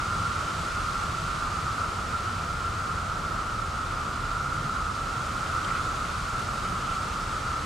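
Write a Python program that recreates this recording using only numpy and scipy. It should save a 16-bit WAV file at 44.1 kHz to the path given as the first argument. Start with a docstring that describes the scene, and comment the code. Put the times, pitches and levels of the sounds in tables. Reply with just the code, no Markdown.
"""A chorus of periodical cicadas drones in summer woods, over a low rumble of wind.
Hundreds of males hold nearly one pitch and slur down at the end of each phrase; the trees blur them into a band.
A few closer males rise above it as a wavering whistle, each phrase a smooth arch of level.
Shaped noise makes the wind and a hissing chorus of a second kind, which ebbs and swells behind the drone.
Close by, a few climbing cicadas scrape faintly on the leaves and snap off one, in short bursts of noise."""
import sys
import numpy as np
from scipy import signal
from scipy.fft import rfft, irfft, next_fast_len
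from scipy.io import wavfile
from scipy.ndimage import uniform_filter1d

SR = 44100
rng = np.random.default_rng(int(sys.argv[2]) if len(sys.argv) > 2 else 0)


def materialize(psi):
    """Save the field psi as 16-bit PCM at rate SR to the path in sys.argv[1].

    A 1-D psi becomes a single channel; in a 2-D psi each row is a channel.
    """
    bounded = np.clip(np.atleast_2d(psi).T, -1, 1)
    quanta = np.round(bounded * 32767).astype(np.int16)
    wavfile.write(sys.argv[1], SR, quanta)


N = 337365
# songs change slowly about their pitch, so they are followed once in this many samples
SLOW = 21
TIME = np.arange(N) / SR
SLOW_TIME = np.arange(N // SLOW + 1) * SLOW / SR


def gain_of(db):
    """Turns decibels into amplitude."""
    return 10 ** (np.asarray(db) / 20)


def evened(x):
    """Scales a sound to an rms (average strength) of one."""
    return x / np.sqrt(np.mean(x ** 2) + 1e-20)


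def steadied(x, size):
    """Holds the loudness of each channel even over a span of samples."""
    return x / np.sqrt(uniform_filter1d(x ** 2, size) + 1e-12)


def read(points, hz):
    """Reads a table of f/Hz and level/dB, with straight lines on a log-frequency axis."""
    f, value = np.transpose(points)
    return np.interp(np.log(hz + 1), np.log(f + 1), value)


def curves(rows):
    """Draws each column of a table as a curve over time; the first column is t/s."""
    t, *columns = np.transpose(rows)
    return [np.interp(TIME, t, column) for column in columns]


def wander(shape, step, rate_hz):
    """Smooth random drift of rms one along the last axis, whose points lie step seconds apart."""
    size = next_fast_len(shape[-1])
    smooth = np.exp(-.5 * (np.fft.rfftfreq(size, step) / rate_hz) ** 2)
    noise = rng.standard_normal(shape[:-1] + (size,))
    drift = irfft(rfft(noise) * smooth, size)
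    return evened(drift[..., :shape[-1]])


def resonance(noise, hz, width_hz):
    """Passes noise twice through one resonance, which gives it steep skirts."""
    b, a = signal.iirpeak(hz, hz / width_hz, fs=SR)
    return signal.lfilter(b, a, signal.lfilter(b, a, noise))


def band(hz, width_hz):
    """Lasting noise of rms one around a resonance."""
    settled = resonance(rng.standard_normal(N + SR), hz, width_hz)[SR:]
    return evened(settled)


def swells(rows):
    """Smooth swells of rubbing or rushing noise, each in one broad resonance."""
    out = np.zeros(N)
    for t, length, hz, width_hz, db in rows:
        at = np.flatnonzero(abs(TIME - t) < length / 2)
        rush = resonance(rng.standard_normal(2 * SR), hz, width_hz)[:len(at)]
        arch = np.cos(np.pi * (TIME[at] - t) / length)
        out[at] += gain_of(db) * evened(rush) * arch
    return out


# stereo width, as side minus mid: (f/Hz, level/dB)
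STEREO_WIDTH = [(40, -21), (110, -28), (200, -14.5), (380, -8.5), (650, -7.5), (1400, -7.5), (2400, -6.5),
                (4400, -9), (7500, -11), (9500, -7), (11500, -26)]
# stereo balance, as left minus right: (f/Hz, level/dB)
LEFT_LEAN = [(60, -0.5), (200, -0.5), (380, 1.5), (700, 1), (1300, -1.5), (2400, 0), (4400, -.5),
             (8000, .1)]


def microphones(pair, colour=None):
    """Two unrelated sounds become one diffuse field at two closely spaced microphones."""
    size = next_fast_len(N)
    hz = np.fft.rfftfreq(size, 1 / SR)
    mid, side = rfft(pair, size)
    side = side * gain_of(read(STEREO_WIDTH, hz))
    lean = gain_of(read(LEFT_LEAN, hz) / 2)
    spectrum = np.array([(mid + side) * lean, (mid - side) / lean])
    if colour is not None:
        spectrum = spectrum * gain_of(read(colour, hz))
    out = irfft(spectrum, size)[:, :N]
    return out / out.mean(0).std()


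def woods(offset_hz, effort, pitch_hz, t60, size):
    """Tones stray from a common pitch; trunks and leaves give each singer his own dying tail."""
    songs = effort * np.exp(2j * np.pi * np.cumsum(offset_hz, 1) * SLOW / SR)
    t = SLOW_TIME[:SR // SLOW]
    scatter = np.exp(2j * np.pi * rng.random((len(songs), len(t))))
    tails = scatter * gain_of(-60 * t / t60)  # 60 dB down after t60 seconds
    already_singing = np.pad(songs, ((0, 0), (len(t) - 1, 0)), mode="wrap")
    wet = signal.fftconvolve(already_singing, tails, "valid", axes=1)
    # two unrelated halves of the crowd give it width
    halves = np.array([wet[::2].sum(0), wet[1::2].sum(0)])
    halves = signal.resample_poly(halves, SLOW, 1, axis=1, window=("kaiser", 10))[:, :N]
    common = np.exp(2j * np.pi * np.cumsum(pitch_hz * np.ones(N)) / SR)
    return microphones(steadied((halves * common).real, size))


# colour of the wind and the distant air: (f/Hz, level/dB per Hz)
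WIND_COLOUR = [(12, -32), (24, -6), (31, -5), (38, 2.5), (47, -5), (70, -0.3), (88, -.5), (125, -4),
               (165, -8), (200, -10), (290, -15), (460, -18), (650, -17), (950, -15.5), (1700, -21.5),
               (3000, -34.5), (9000, -52.5)]
WIND_DB = -35


def wind(gust_db):
    """A steady low rumble under a soft wash of air in the leaves, made of coloured noise."""
    air = steadied(microphones(rng.standard_normal((2, N)), WIND_COLOUR), size=12000)
    lean = gain_of(read(LEFT_LEAN, 60) * np.array([[.5], [-.5]]))  # the rumble leans a little to the right
    return air * lean * gain_of(WIND_DB + gust_db * wander((N,), 1 / SR, 8.0))


# soft gusts in the rumble: (middle t/s, length t/s, centre f/Hz, width f/Hz, level/dB)
SOFT_GUSTS = [(0.25, 0.43, 169, 130, -48), (1.26, 0.34, 150, 70, -43.5), (4.5, 0.75, 142, 22, -41.5),
              (4.66, 0.23, 188, 95, -44), (6.72, 0.2, 165, 85, -41.5)]


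def gusts():
    """Each gust is a short swell of low rushing noise."""
    return swells(SOFT_GUSTS)


# a faint low hum in the rumble: (f/Hz, width f/Hz, level/dB)
HUM_TONES = [(88, 5.5, -46.5), (109.1, 6, -50.5), (168.4, 9.6, -50.5)]
# how the whole hum dies away: (t/s, level/dB)
HUM_DYING = [(0, 1), (1.8, -0.5), (3.6, -3.5), (5, -11.5), (7.65, -9)]


def hum():
    """Narrow bands of noise make a few blurred low tones that fade into the rumble."""
    tones = sum(gain_of(db) * band(hz, width_hz) for hz, width_hz, db in HUM_TONES)
    return gain_of(curves(HUM_DYING)[0]) * tones


# colour of the hissing chorus: (f/Hz, level/dB per Hz)
BUZZ_COLOUR = [(100, -10), (300, 2.5), (1700, 0.5), (2500, 0.4), (3600, -1.5), (4700, -2), (5500, -4.5),
               (7200, -5.5), (8500, -8.5), (10000, -14.5), (11500, -20.5), (14000, -28), (15500, -50)]
# how hard the hissing chorus sings; it ebbs once and swells again: (t/s, level/dB)
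HISS_EFFORT = [(0.0, 0), (0.89, 0), (3.15, -3), (4.77, -2.5), (5.58, -1), (7.65, -1.5)]
# change of the treble in the hiss: (t/s, level/dB)
HISS_TREBLE = [(0, -0.2), (4.2, -0.3), (6.0, 0.8), (7.65, 0.5)]
TREBLE_HZ = 6000


def hiss(level_db, flutter_db, flutter_hz):
    """Countless high buzzes merge into a hiss; it ebbs and swells as the males keep time, and returns brighter."""
    buzz = microphones(rng.standard_normal((2, N)), BUZZ_COLOUR)
    high_pass = signal.butter(2, TREBLE_HZ, "high", fs=SR, output="sos")
    treble = signal.sosfiltfilt(high_pass, buzz)
    buzz = buzz + treble * (gain_of(curves(HISS_TREBLE)[0]) - 1)
    flutter = flutter_db * wander((N,), 1 / SR, flutter_hz)
    return buzz * gain_of(curves(HISS_EFFORT)[0] + level_db + flutter)


# faint scrapes of climbing cicadas: (middle t/s, length t/s, resonance f/Hz, width f/Hz, level/dB)
CLAW_SCRAPES = [(5.688, 0.024, 1960, 807, -38), (5.708, .012, 2295, 1180, -39),
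                (5.76, 0.08, 1890, 1500, -41), (6.66, 0.037, 2114, 500, -46), (6.88, 0.23, 2890, 1201, -48)]


def scrapes(grain_db, grain_hz):
    """Claws catch and slip on the leaves, so each scrape is grainy."""
    grain = evened(gain_of(grain_db * wander((N,), 1 / SR, grain_hz)))
    return swells(CLAW_SCRAPES) * grain


# a claw snaps off a leaf: (t/s, level/dB before the rise and the dying away)
CLAW_TICKS = [(5.646, -27), (5.655, -37)]
# the leaf's dull ring: (f/Hz, width f/Hz, level/dB against the other bands)
LEAF_RING = [(3230, 1100, 1), (5000, 1500, -6), (8500, 800, -11)]
TICK_RISE_S, TICK_T60_S = .0015, .016


def ticks():
    """Each snap rises and dies within milliseconds in the leaf."""
    ring = evened(sum(gain_of(db) * band(hz, width_hz) for hz, width_hz, db in LEAF_RING))
    envelope = np.zeros(N)
    for t, db in CLAW_TICKS:
        age = np.clip(TIME - t, 0, 1)
        envelope += np.minimum(age / TICK_RISE_S, 1) * gain_of(db - 60 * age / TICK_T60_S)
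    return ring * envelope


# a small group above the common pitch: (t/s, pitch f/Hz, level/dB)
SHARP_GROUP = [(0, 1414, -43), (1.2, 1402, -58), (2.4, 1396, -44), (3.4, 1395, -51), (4.1, 1434, -42.5),
               (4.55, 1435, -42), (5.0, 1407, -46), (5.6, 1414, -41), (6.2, 1390, -45), (7.65, 1379, -54)]


def high_singers(waver_hz, count):
    """A small group of wavering tones sings a little sharp of the drone, its level rising and falling."""
    pitch_hz, level_db = curves(SHARP_GROUP)
    offset_hz = waver_hz * wander((count, len(SLOW_TIME)), SLOW / SR, 4.02)
    return gain_of(level_db) * woods(offset_hz, 1, pitch_hz, t60=0.13, size=8000)


# louder phrases of the nearest group: (middle t/s, length t/s, pitch f/Hz, rise level/dB)
NEAR_PHRASES = [(0.193, .3, 1363, 10.5), (0.7, 0.32, 1393, 7), (0.927, 0.24, 1363, 9.5),
                (1.492, 0.19, 1345, 10), (1.807, 0.36, 1346, 2), (2.88, 0.28, 1347, 9.5),
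                (3.63, 0.23, 1375, 7), (4.384, 0.25, 1363, 11), (4.676, .28, 1359, 8.5),
                (5.542, 0.12, 1336, 13), (5.747, 0.37, 1332, 7), (6.414, 0.27, 1347, 11),
                (6.938, .3, 1341, 8.5), (7.566, 0.34, 1342, 9)]
# the group holds this one level between its phrases
NEAR_DB = -46


def near_singers(waver_hz, direct, count):
    """Closer males whistle at the top of the drone, each phrase at its pitch; the nearest is heard directly."""
    rise_db = np.zeros(N)
    for t, length, _, db in NEAR_PHRASES:
        rise_db += db * np.cos(np.pi * np.clip((TIME - t) / length, -.5, .5))
    offset_hz = waver_hz * wander((count, len(SLOW_TIME)), SLOW / SR, 3.975)
    pitch_hz = curves(NEAR_PHRASES)[1]
    nearest_hz = pitch_hz + waver_hz * wander((N,), 1 / SR, 5)
    nearest = evened(np.sin(2 * np.pi * np.cumsum(nearest_hz) / SR))
    group = woods(offset_hz, 1, pitch_hz, t60=0.28, size=4000)
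    mix = (group + direct * nearest) / np.hypot(1, direct)
    return gain_of(NEAR_DB + rise_db) * mix


# level of the distant drone, wavering by a few decibels: (t/s, level/dB)
DRONE_LEVEL = [(0, -32.5), (1.0, -32.5), (1.17, -34), (1.42, -33), (1.82, -32.5), (2.08, -35), (2.3, -33),
               (2.48, -35.5), (2.66, -33.5), (3.8, -33.5), (4.35, -34.5), (4.85, -32), (5.1, -34),
               (5.55, -32.5), (5.8, -32), (6.15, -34), (7.0, -33), (7.65, -34.5)]


def far_singers(pitch_hz, spread_hz, slur_hz, slur_share, phrase_s, buckle_hz, throb, waver_hz,
                flutter_db, count):
    """Each abdomen rings at its own drifting pitch, throbs as its tymbals buckle, and sags as a phrase ends."""
    start, pace, buckle, sag = rng.random((4, count, 1))
    # place within the phrase, 0 to 1; phrase_s is the shortest phrase, the longest is half as long again
    phrase = (start + SLOW_TIME / (phrase_s * (1 + pace / 2))) % 1
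    drift_hz = spread_hz * wander(phrase.shape, SLOW / SR, .5)
    own_hz = drift_hz + waver_hz * wander(phrase.shape, SLOW / SR, 10)
    # the last share of each phrase slides down, deeper for some males
    slur = np.clip((phrase - 1 + slur_share) / slur_share, 0, 1) * (.5 + sag)
    offset_hz = own_hz * (1 - slur / 2) - slur_hz * slur
    effort = np.minimum(1, 20 * np.minimum(phrase, 1 - phrase))  # soft start and end
    # the tymbals are the ribbed drums that make the song
    tymbals = 1 + throb * np.cos(2 * np.pi * buckle_hz * (.5 + buckle) * SLOW_TIME)
    crowd = woods(offset_hz, effort * tymbals, pitch_hz, t60=0.43, size=8000)
    level_db = curves(DRONE_LEVEL)[0] + flutter_db * wander((N,), 1 / SR, 10.6)
    return gain_of(level_db) * crowd


def scene():
    """Adds the low rumble, the hiss, the climbing cicadas and the droning chorus."""
    air = wind(gust_db=0.2) + gusts() + hum()
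    hissing = hiss(level_db=-39.5, flutter_db=0.28, flutter_hz=25)
    climbing = scrapes(grain_db=2, grain_hz=150.3) + ticks()
    near = high_singers(waver_hz=18, count=10) + near_singers(waver_hz=14, direct=0.88, count=12)
    far = far_singers(pitch_hz=1313, spread_hz=64, slur_hz=234.8, slur_share=.21, phrase_s=2.2,
                      buckle_hz=131.9, throb=0.59, waver_hz=14, flutter_db=1.0, count=360)
    return air + hissing + climbing + near + far


EDGE_HZ = 15400


def record(dry):
    """The recorder's band limit: a low-pass filter removes what lies above the edge."""
    low_pass = signal.firwin(511, EDGE_HZ, window=("kaiser", 9), fs=SR)
    return signal.oaconvolve(dry, low_pass[None], "same")


dry = scene()
out = record(dry)
materialize(out)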